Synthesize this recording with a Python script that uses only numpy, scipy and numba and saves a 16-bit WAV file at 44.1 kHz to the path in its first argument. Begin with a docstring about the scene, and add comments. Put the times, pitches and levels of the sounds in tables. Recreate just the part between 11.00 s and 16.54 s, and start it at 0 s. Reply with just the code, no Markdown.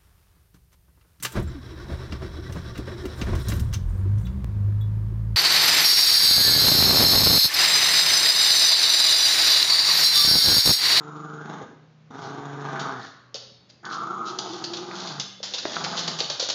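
"""A rough growl comes first, the first of four: a small terrier guards a toy on a wooden floor.
Its vocal folds slap unevenly and sound through chest, throat and mouth, with teeth bared or mouth full.
Then it scrambles off: claws click and skid on the boards, paws and the plastic toy knock on them.
A bare, lively room echoes these sounds over a faint low hum; a small microphone dulls the top treble."""
import sys
import numpy as np
from scipy import signal
from scipy.fft import rfft, irfft, next_fast_len
from scipy.io import wavfile
from scipy.ndimage import uniform_filter1d, map_coordinates
from numba import njit

SR = 44100
rng = np.random.default_rng(int(sys.argv[2]) if len(sys.argv) > 2 else 0)


def dump(signal):
    """Clip the signal to [-1, 1] and save it as 16-bit WAV at the path in sys.argv[1]."""
    limited = np.clip(np.atleast_2d(signal).T, -1, 1)
    pcm = np.round(limited * 32767).astype(np.int16)
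    wavfile.write(sys.argv[1], SR, pcm)


N = 244314

# Levels in the tables are relative: the functions add their own gains.
# one row a growl: start/s, end/s, base pitch/Hz, roughness (0-1), chest/dB, throat/dB, mouth/dB,
# length of the dying fall/s, chest gain in the fall/dB, share of round tone, whistle/dB, rattle rate/Hz
GROWLS = [(-.082, .64, 147.3, 0.23, -44.5, -48.5, -52.5, 0.019, -2, 0.092, -69.5, 23.84),
          (1.105, 2.062, 138.5, 0.27, -41.5, -41.5, -43.5, .21, -14, 0.052, -72, 25.41),
          (2.831, 4.205, 175.1, .52, -46.5, -43, -46, .17, -1.5, 0.091, -67.5, 24.92),
          (4.717, 5.411, 168.7, 0.56, -45.5, -41, -49, 0.39, -13, 0.12, -55.5, 24.9)]
# the dog pushes harder: start/s, end/s, gain/dB, added roughness
PUSHES = [(0.463, 0.594, 7.5, 0.29), (1.192, 1.319, 2, 0.045), (1.663, 1.89, 6.5, 0.013),
          (3.992, 4.148, 2.5, 0.033), (4.777, 4.918, 5.5, 0.0087)]
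# it bares its teeth: start/s, end/s, mouth gain/dB
SNARLS = [(0, 0.425, 11.5), (1.759, 1.889, 5), (2.843, 3.29, 15.5), (3.91, 3.958, 7.5), (4.937, 4.974, 13)]
# the jaw tunes the mouth's resonance: t/s, f/Hz
JAW_TUNING = [(0, 1156), (.2, 1273), (.5, 1395), (1.1, 1170), (1.55, 1300), (1.68, 1385), (1.85, 1190),
              (2.05, 1610), (2.83, 1337), (3.03, 1220), (3.3, 1249), (3.45, 1159), (3.85, 1163),
              (4.2, 1380), (4.96, 1237), (5.4, 1370)]
# the lips tune the whistle at the teeth: t/s, f/Hz
WHISTLE_TUNING = [(.05, 7020), (.57, 6600), (1.14, 5870), (1.26, 5930), (1.38, 6900), (1.6, 6800),
                  (1.67, 6400), (2.85, 6770)]
# a nasal tone an octave above the growl, with the head raised: t/s, level/dB
NASAL_LEVEL = [(2.85, -58), (3.15, -55.5), (3.45, -47.5), (3.6, -52.5), (3.78, -48), (4.05, -65.5)]
# A "colour" says how strong low and high sounds are. Colours of the voice: f/Hz, level/dB
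CHEST_HEAD_DOWN = [(70, -27.5), (100, -11), (140, -4.5), (220, -2), (290, -4.5), (365, -4.5), (450, -4),
                   (540, -16.5), (1000, -51.5)]  # chest and nose, head down
CHEST_HEAD_UP = [(88, -23.5), (135, 6), (175, -6.5), (215, 7.5), (275, -4), (340, 4.5), (420, -2.5),
                 (490, -1.5), (560, -13.5), (900, -49.5)]  # chest and nose, head raised
THROAT_COLOUR = [(400, -49), (660, 8.5), (750, 8.5), (825, 12.5), (905, 7.5), (980, 3.5), (1120, 3.5),
                 (1255, 7), (1380, -19.5), (1900, -78)]
TEETH_COLOUR = [(1200, -44.5), (2000, -0.5), (2650, -7), (3600, 3), (4800, -9.5), (5800, -5), (6800, -8.5),
                (7500, -7)]  # hiss at the teeth
# colour of the faint air noise: f/Hz, level/dB
AIR_COLOUR = [(30, -26), (80, -16), (200, -8), (300, -14.5), (1000, -23), (4500, -31), (8000, -41)]
# low tones that hang in the room: start/s, end/s, f/Hz, level/dB, fade/(dB per s; negative grows)
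DRONES = [(0.592, 1.198, 155, -60, -5), (3.956, 4.702, 194.5, -50.5, 20.5)]
# how long the echo takes to fall by 60 dB: f/Hz, t/s
ECHO_TIMES = [(150, 0.55), (1500, 0.77), (4000, 0.73), (7000, 0.49)]
# claws tap the boards: t/s, level/dB, scrape length/s, brightness/(dB per octave)
CLAW_TAPS = [(0.161, -55.5, 0.022, -1), (1.795, -31, 0.045, 1), (2.344, -29.5, 0.029, 0.5),
             (2.356, -32, 0.033, -2.5), (2.853, -31.5, 0.011, 0.5), (3.388, -20, 0.018, -0.5),
             (3.641, -23.5, 0.024, 0), (3.735, -26.5, 0.028, -1.5), (3.77, -29.5, 0.023, -1),
             (4.073, -32.5, 0.026, -1.5), (4.199, -20.5, .02, 0.5), (4.43, -27.5, 0.069, -1),
             (4.538, -24, 0.044, -1.5), (4.584, -26, 0.026, -1), (4.841, -23.5, 0.032, -2.5),
             (4.991, -25.5, 0.023, 3), (5.078, -18.5, 0.021, -1), (5.188, -25, 0.065, 0.5),
             (5.203, -17.5, 0.023, -0.5), (5.3, -22.5, 0.038, -0.5), (5.397, -19, .036, -0.5),
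             (5.425, -23, 0.039, 1.5), (5.488, -23.5, 0.034, 4), (5.5, -17, 0.018, -2)]
# colour of claws on wood: f/Hz, level/dB
CLAW_COLOUR = [(60, -60.5), (200, -27.5), (600, -10.5), (1000, -17), (2400, -17), (3300, -5), (4500, -2.5),
               (5500, -7), (6700, -10.5), (7500, -16)]
# low thuds on the boards, from paws landing and the toy's knock at 4.65 s: t/s, level/dB, f/Hz
BOARD_THUDS = [(0.613, -37.5, 462), (2.347, -37.5, 528.8), (2.356, -45.5, 512), (4.403, -42, 527),
               (4.431, -43.5, 553), (4.543, -46.5, 566), (4.654, -29, 351), (5.209, -30.5, 474),
               (5.303, -31.5, 597), (5.399, -34.5, 560), (5.426, -30.5, 522)]
# paws brush the floor: loudest moment/s, level/dB, half length/s
SCUFFS = [(1.244, -50, 0.046), (2.047, -48, 0.04), (2.702, -50, 0.0066), (2.933, -38.5, 0.019),
          (3.285, -38.5, 0.02), (3.546, -42.5, 0.059), (4.041, -39, 0.096), (4.57, -39, 0.0078),
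          (4.983, -27.5, 0.014)]
# loudness of the scramble: t/s, level/dB
SCRAMBLE_LEVEL = [(4.44, -40.5), (4.68, -36.5), (4.74, -30), (4.82, -39), (5.05, -35), (5.36, -52),
                  (5.54, -38)]
# colour of sliding paw pads: f/Hz, level/dB
PAD_COLOUR = [(60, -47.5), (250, -9), (550, -4), (1000, -16), (1700, -4.5), (2500, -15), (3400, -0.5),
              (4600, -1), (6700, -8), (7500, -14)]
# the toy hits the floor: t/s, level/dB, hollow ring/Hz
TOY_KNOCKS = [(3.912, -32.5, 1290), (4.653, -23, 500), (4.766, -24, 1350), (4.847, -28, 2006),
              (5.489, -30, 428)]
# colour of the hard plastic: f/Hz, level/dB
TOY_COLOUR = [(40, -44), (120, -33), (330, -7), (600, 0.5), (1000, -9.5), (1600, -2.5), (2600, -11),
              (7000, -43)]
# clear notes in the growls: start/s, end/s, first pitch/Hz, level/dB
MOANS = [(4.126, 4.165, 145, -48.5), (4.764, 4.854, 168, -44.5), (5.05, 5.1, 172.3, -46)]
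# how well the microphone hears: f/Hz, level/dB
MICROPHONE_GAIN = [(25, -22), (75, 3), (125, 3.5), (6800, 2), (7200, -3.5), (7600, -19.5), (8800, -31)]

HEAD_RAISED, MOUTHFUL = (2.5, 3.95), (3.38, 3.5)  # head up; jaws close on the toy: start/s, end/s
ONSET_S, ONSET_DB, ONSET_DROP, ONSET_ROUGH = .028, -7.5, .12, .22  # a growl starts soft, low and rough
FALL_DROP, FALL_CLEARS = .3, .917  # shares of pitch and roughness lost as a growl dies
FALL_THROAT_DB = -13  # throat and whistle fade in that fall
ARCH, QUAVER, QUAVER_HZ = .025, .055, 30  # pitch shares: rise mid-growl, shake with head up; shake rate
PUSH_S, LIP_S, TIGHTEN_S = .077, .015, .14  # time to push harder, move the lips, tighten a snarl
SNARL_SWELL = .12  # share of a snarl's gain that comes only as it tightens
MOUTH_WIDTH_HZ, HALF_WIDTH_DB = 640, 12  # relaxed mouth resonance; snarl gain that halves its width
RATTLE_CHEST_DB, RATTLE_THROAT_DB, RATTLE_TEETH_DB = 4.5, 1, 4  # loose throat tissue shakes the level


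def amp(db):
    """Turn decibels into a factor to multiply by."""
    return 10 ** (np.asarray(db) / 20)


def unit(x):
    """Scale a sound to an average power of 1."""
    return x / np.sqrt(np.mean(x ** 2) + 1e-20)


def along(points, hz):
    """Read between (Hz, value) points, with octaves evenly spaced."""
    f, v = np.transpose(points)
    return np.interp(np.log(hz + 1), np.log(f), v)


def curve(rows):
    """Join (s, value) points into one value per sample."""
    return np.interp(np.arange(N) / SR, *np.transpose(rows))


def wobble(rate):
    """A smooth curve through `rate` random points a second."""
    return map_coordinates(rng.standard_normal(int(N * rate / SR) + 4), [np.arange(N) * rate / SR])


def window(start, end, edge):
    """1 between start and end, sloping to 0 over `edge` seconds outside."""
    t = np.arange(N) / SR
    return np.clip(np.minimum(t - start, end - t) / edge + 1, 0, 1)


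def add(track, s, sound):
    """Mix a sound into the track at s seconds."""
    part = track[max(round(s * SR), 0):][:len(sound)]
    part += sound[:len(part)]


def coloured(x, points, size=8192):
    """Give a sound a (Hz, dB) colour, using a filter of unit energy."""
    cepstrum = irfft(np.log(amp(along(points, np.fft.rfftfreq(size, 1 / SR)))))
    cepstrum[1:size // 2] *= 2  # folded so that the filter rings after a hit, never before
    cepstrum[size // 2 + 1:] = 0
    response = irfft(np.exp(rfft(cepstrum)))
    return signal.fftconvolve(x, response / np.linalg.norm(response))[:len(x)]


@njit
def resonate(x, hz, width_hz):
    """A resonance: let through a band around a pitch that may move."""
    y = np.zeros(len(x))
    for i in range(2, len(x)):
        r = np.exp(-np.pi * width_hz[i] / SR)
        ringing = 2 * r * np.cos(2 * np.pi * hz[i] / SR) * y[i - 1] - r * r * y[i - 2]
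        y[i] = (1 - r) * (x[i] - x[i - 2]) + ringing
    return y


def steady(x, seconds=0.15):
    """Even out slow changes of loudness and keep the fast flutter."""
    return x / np.sqrt(np.abs(uniform_filter1d(x ** 2, int(seconds * SR))) + 1e-12)


def flattened(x):
    """Even out a burst's frequencies so that no tone sticks out."""
    spectrum = rfft(x, 2 * len(x))
    return irfft(spectrum / (np.abs(spectrum) + 1e-12))[:len(x)]


def growl_shape():
    """Each growl starts low, holds and falls away; pushes, snarls and the toy in the mouth shape it."""
    t, rows = np.arange(N) / SR, np.array(GROWLS)
    now = rows[np.searchsorted((rows[:-1, 1] + rows[1:, 0]) / 2, t)]  # the nearest growl
    start, end, pitch, rough, chest, throat, mouth, fall_s, fall_db, round_tone, whistle, rattle_hz = now.T
    rattle = np.cos(2 * np.pi * (rattle_hz * (t - start) + .13 * wobble(12)))
    onset = np.exp(-((t - start) / ONSET_S) ** 2)
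    arch = np.sin(np.pi * np.clip((t - start) / (end - start), 0, 1))
    fall = np.clip((t - end) / fall_s + 1, 0, 1)
    push = sum(db * window(a, b, PUSH_S) for a, b, db, _ in PUSHES)
    strain = sum(extra * window(a, b, PUSH_S) for a, b, _, extra in PUSHES)
    snarl = sum(db * window(a, b, LIP_S) for a, b, db in SNARLS)
    tight = sum(db * window(a, b, LIP_S) * np.clip((t - a) / TIGHTEN_S, 0, 1) for a, b, db in SNARLS)
    mouthful = window(*MOUTHFUL, LIP_S)  # more sound goes through the nose
    pitch = pitch * (1 + ARCH * arch - ONSET_DROP * onset - FALL_DROP * fall ** 1.6)
    pitch = pitch * (1 + QUAVER * window(*HEAD_RAISED, LIP_S) * wobble(QUAVER_HZ))
    rough = np.clip((rough + strain + ONSET_ROUGH * onset) * (1 - FALL_CLEARS * fall), 0, 1)
    mouth_hz = curve(JAW_TUNING) + 25.3 * wobble(17)  # the jaw is never quite still
    width_hz = MOUTH_WIDTH_HZ * .5 ** (tight / HALF_WIDTH_DB)
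    # levels in dB
    chest = chest + .37 * push + 1.5 * mouthful + fall_db * fall ** 2
    throat = throat + push + 4 * mouthful + FALL_THROAT_DB * fall ** 2
    mouth = mouth + push + (1 - SNARL_SWELL) * snarl + SNARL_SWELL * tight
    whistle = whistle + FALL_THROAT_DB * fall ** 2
    gate = window(start, end, 0.0014) * amp(ONSET_DB * onset)
    return (pitch, rough, round_tone, rattle), (mouth_hz, width_hz), gate, (chest, throat, mouth, whistle)


def vocal_folds(pitch, rough, round_tone, jitter=.17, scatter_db=8, flutter_db=2, puff_s=.0095):
    """The folds slap shut, unevenly in time and size when rough; a puff of air follows each slap."""
    cycles = np.cumsum(pitch * (1 + .04 * rough * wobble(40))) / SR
    at = np.flatnonzero(np.diff(np.floor(cycles)))  # one slap a cycle
    chance = rng.standard_normal((len(at), 2))
    slip = jitter * rough[at] * chance[:, 0] * SR / pitch[at]
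    size = amp(scatter_db * rough[at] * chance[:, 1] + flutter_db * wobble(60)[at])
    slaps = np.bincount(np.clip(at + slip, 0, N - 1).astype(int), size, N)
    for start, *_ in GROWLS[1:]:
        add(slaps, start, [.73])  # the folds pop open
    puffs = signal.lfilter([1], [1, -np.exp(-1 / (puff_s * SR))], slaps) * rng.standard_normal(N)
    tone = round_tone * (1 - rough) ** 2 * np.cos(2 * np.pi * cycles)  # from evenly swinging folds
    return unit(slaps) + tone, unit(puffs), cycles


def growl(voice_air=.88, mouth_air=.96, whistle_width_hz=260.):
    """The same slaps sound through chest, nose, throat and mouth; air hisses and whistles at the teeth."""
    (pitch, rough, round_tone, rattle), (mouth_hz, width_hz), gate, levels = growl_shape()
    chest_db, throat_db, mouth_db, whistle_db = levels
    slaps, puffs, cycles = vocal_folds(pitch, rough, round_tone)
    voice = slaps + voice_air * rough * puffs
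    raised = window(*HEAD_RAISED, 0.033)
    octave = np.sqrt(2) * np.sin(2 * np.pi * 2 * cycles)
    nasal = raised * amp(curve(NASAL_LEVEL) + RATTLE_CHEST_DB * rattle) * octave
    head_down = coloured(voice * amp(RATTLE_CHEST_DB * rattle), CHEST_HEAD_DOWN)
    chest = steady((1 - raised) * head_down + raised * coloured(voice, CHEST_HEAD_UP), seconds=0.091)
    throat = steady(coloured(voice * amp(RATTLE_THROAT_DB * rattle), THROAT_COLOUR))
    mouth = voice + mouth_air * puffs
    for offset, share in [(-.43, .5), (0, 1), (.43, .5)]:  # three close resonances make one steep band
        mouth = resonate(mouth, mouth_hz + offset * width_hz, share * width_hz)
    mouth = steady(mouth, seconds=0.041) * amp(RATTLE_THROAT_DB * rattle)
    shake = amp(RATTLE_TEETH_DB * rattle)
    teeth = steady(coloured((puffs + 0.54 * slaps) * shake, TEETH_COLOUR))
    whistle = steady(resonate(puffs * shake, curve(WHISTLE_TUNING), np.full(N, whistle_width_hz)))
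    body = amp(chest_db - 3) * chest + amp(throat_db - 6.5) * throat + amp(mouth_db - 7) * mouth
    hiss = amp(throat_db - 15) * teeth + amp(whistle_db) * whistle
    return gate * (body + nasal + hiss)


def background(air_db=-63, hum_db=-68, hum_hz=122.5):
    """Faint air noise, a slightly wavering hum and two lingering low tones."""
    t = np.arange(N) / SR
    tone = lambda hz: np.sqrt(2) * np.sin(2 * np.pi * hz * t + 0.2 * wobble(39))
    hum = amp(hum_db + 2.7 * wobble(3.8)) * tone(hum_hz)
    drones = sum(window(start, end, 0.041) * amp(db - fade * np.abs(t - start)) * tone(hz)
                 for start, end, hz, db, fade in DRONES)
    return hum + drones + amp(air_db) * unit(coloured(rng.standard_normal(N), AIR_COLOUR))


def room_echo(x, delay_s=.004, places=24):
    """The walls' echo dies at its own speed at each frequency, and changes as the dog moves about."""
    out, t = np.zeros(N), np.arange(N) / SR
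    moments, step = np.linspace(0, N / SR, places, retstep=True)
    fade = amp(-60 * t[:SR * 3 // 4] / along(ECHO_TIMES, 4000))
    for s in moments:
        burst = rng.standard_normal(len(fade)) * fade
        even_noise = steady(flattened(flattened(burst)), seconds=.03)
        hz, age, bands = signal.stft(even_noise, SR, nperseg=256)
        decay = amp(-60 * age / along(ECHO_TIMES, hz)[:, None])
        tail = signal.istft(bands * decay, SR, nperseg=256)[1]
        near = np.abs(t - s) < step
        part = x[near] * np.cos(np.pi / 2 * (t[near] - s) / step)  # blend one place into the next
        add(out, t[near][0] + delay_s, signal.fftconvolve(part, tail / np.linalg.norm(tail)))
    return out


def claws(gain_db=-2, spiky_db=3, attack_s=0.0004, slip_hz=2500, tint_db=2, tint_step_hz=447):
    """Each claw strikes and catches in a quickly dying burst of tiny slips, with a colour of its own."""
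    out, t = np.zeros(N), np.arange(SR // 10) / SR
    hz = tint_step_hz * np.arange(18) + 60
    octaves = np.log2(np.maximum(hz, SR / 100) / hz[-1])
    for s, db, length, bright in CLAW_TAPS:
        noise = flattened(rng.standard_normal(len(t)))
        slips = noise * amp(spiky_db * map_coordinates(rng.standard_normal(len(t)), [t * slip_hz]))
        scrape = (1 - np.exp(-t / attack_s)) * amp(-20 * t / length)
        colour_db = along(CLAW_COLOUR, hz) + bright * octaves + tint_db * rng.standard_normal(len(hz))
        click = coloured(slips * scrape, np.transpose([hz, colour_db]))
        add(out, s - .001, amp(db + gain_db) * click * np.linalg.norm(scrape) / np.linalg.norm(click))
    return out


def blow(t, noise, fade_s=0.017):
    """One sharp kick with a little noise that falls by 60 dB in fade_s."""
    kick = noise * rng.standard_normal(len(t)) * amp(-60 * t / fade_s)
    kick[0] += 1
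    return kick


def board_thuds(gain_db=4, width_hz=190.):
    """A blow from a paw, or once from the toy, gives the board one short, low thud."""
    out, t = np.zeros(N), np.arange(SR // 8) / SR
    for s, db, hz in BOARD_THUDS:
        thud = blow(t, noise=0.043)
        for _ in range(2):
            thud = resonate(thud, np.full(len(t), float(hz)), np.full(len(t), width_hz))
        add(out, s, amp(db + gain_db) * thud / np.abs(thud).max())
    return out


def skid(scramble_db=-4, scuff_db=-2, spiky_db=4, ticks_per_s=40, tick_size=10):
    """Sliding paws stick and slip: single strokes, then a scramble dotted with light claw ticks."""
    t = np.arange(N) / SR
    strokes = sum(amp(db + scuff_db) * np.exp(-((t - s) / half) ** 2 / 2) for s, db, half in SCUFFS)
    scramble = window(SCRAMBLE_LEVEL[0][0], N / SR, 0.013) * amp(curve(SCRAMBLE_LEVEL) + scramble_db)
    grains = lambda: unit(rng.standard_normal(N) * amp(spiky_db * wobble(700) + 0.57 * wobble(45)))
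    ticks = (rng.random(N) < ticks_per_s / SR) * tick_size * rng.rayleigh(size=N)
    brushing = strokes * coloured(grains(), CLAW_COLOUR)
    return brushing + scramble * coloured(unit(grains() + ticks), PAD_COLOUR)


def toy(gain_db=2, ring=0.7, width_hz=480.):
    """Hard plastic lands: a sharp clack, a short rattle and a hollow ring that depends on the spot."""
    out, t = np.zeros(N), np.arange(SR // 8) / SR
    for s, db, hz in TOY_KNOCKS:
        clack = coloured(blow(t, noise=0.14), TOY_COLOUR)
        hollow = resonate(clack, np.full(len(t), float(hz)), np.full(len(t), width_hz))
        knock = clack / np.abs(clack).max() + ring * hollow / np.abs(hollow).max()
        add(out, s + .001, amp(db + gain_db) * knock)
    return out


def moans(edge_s=0.017, sink_octaves_per_s=2.06):
    """Inside a growl the vocal folds briefly lock into a clear, sinking note."""
    out, t = np.zeros(N), np.arange(N) / SR
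    for start, end, hz, db in MOANS:
        pitch = hz * .5 ** (sink_octaves_per_s * np.maximum(t - start, 0))
        note = np.sqrt(2) * np.sin(2 * np.pi * np.cumsum(pitch) / SR)
        out += window(start, end, edge_s) * amp(db) * note
    return out


def scene():
    """Dog, floor and toy, each with its share of echo, over the background."""
    voice, scratches, thuds, clacks = growl() + moans(), claws() + skid(), board_thuds(), toy()
    echo = room_echo(amp(-2) * voice + amp(-3) * scratches + amp(-5.5) * thuds + amp(-4) * clacks)
    return (voice + scratches + thuds + clacks + echo + background())[None]


def record(dry, top_hz=8900):
    """The small microphone weakens deep bass and high treble, and hears nothing above top_hz."""
    size = next_fast_len(N + SR // 2)
    hz = np.fft.rfftfreq(size, 1 / SR)
    gain = amp(along(MICROPHONE_GAIN, hz)) * (hz < top_hz)
    return irfft(rfft(dry, size) * gain, size)[:, :N]


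dry = scene()
out = record(dry)
dump(out)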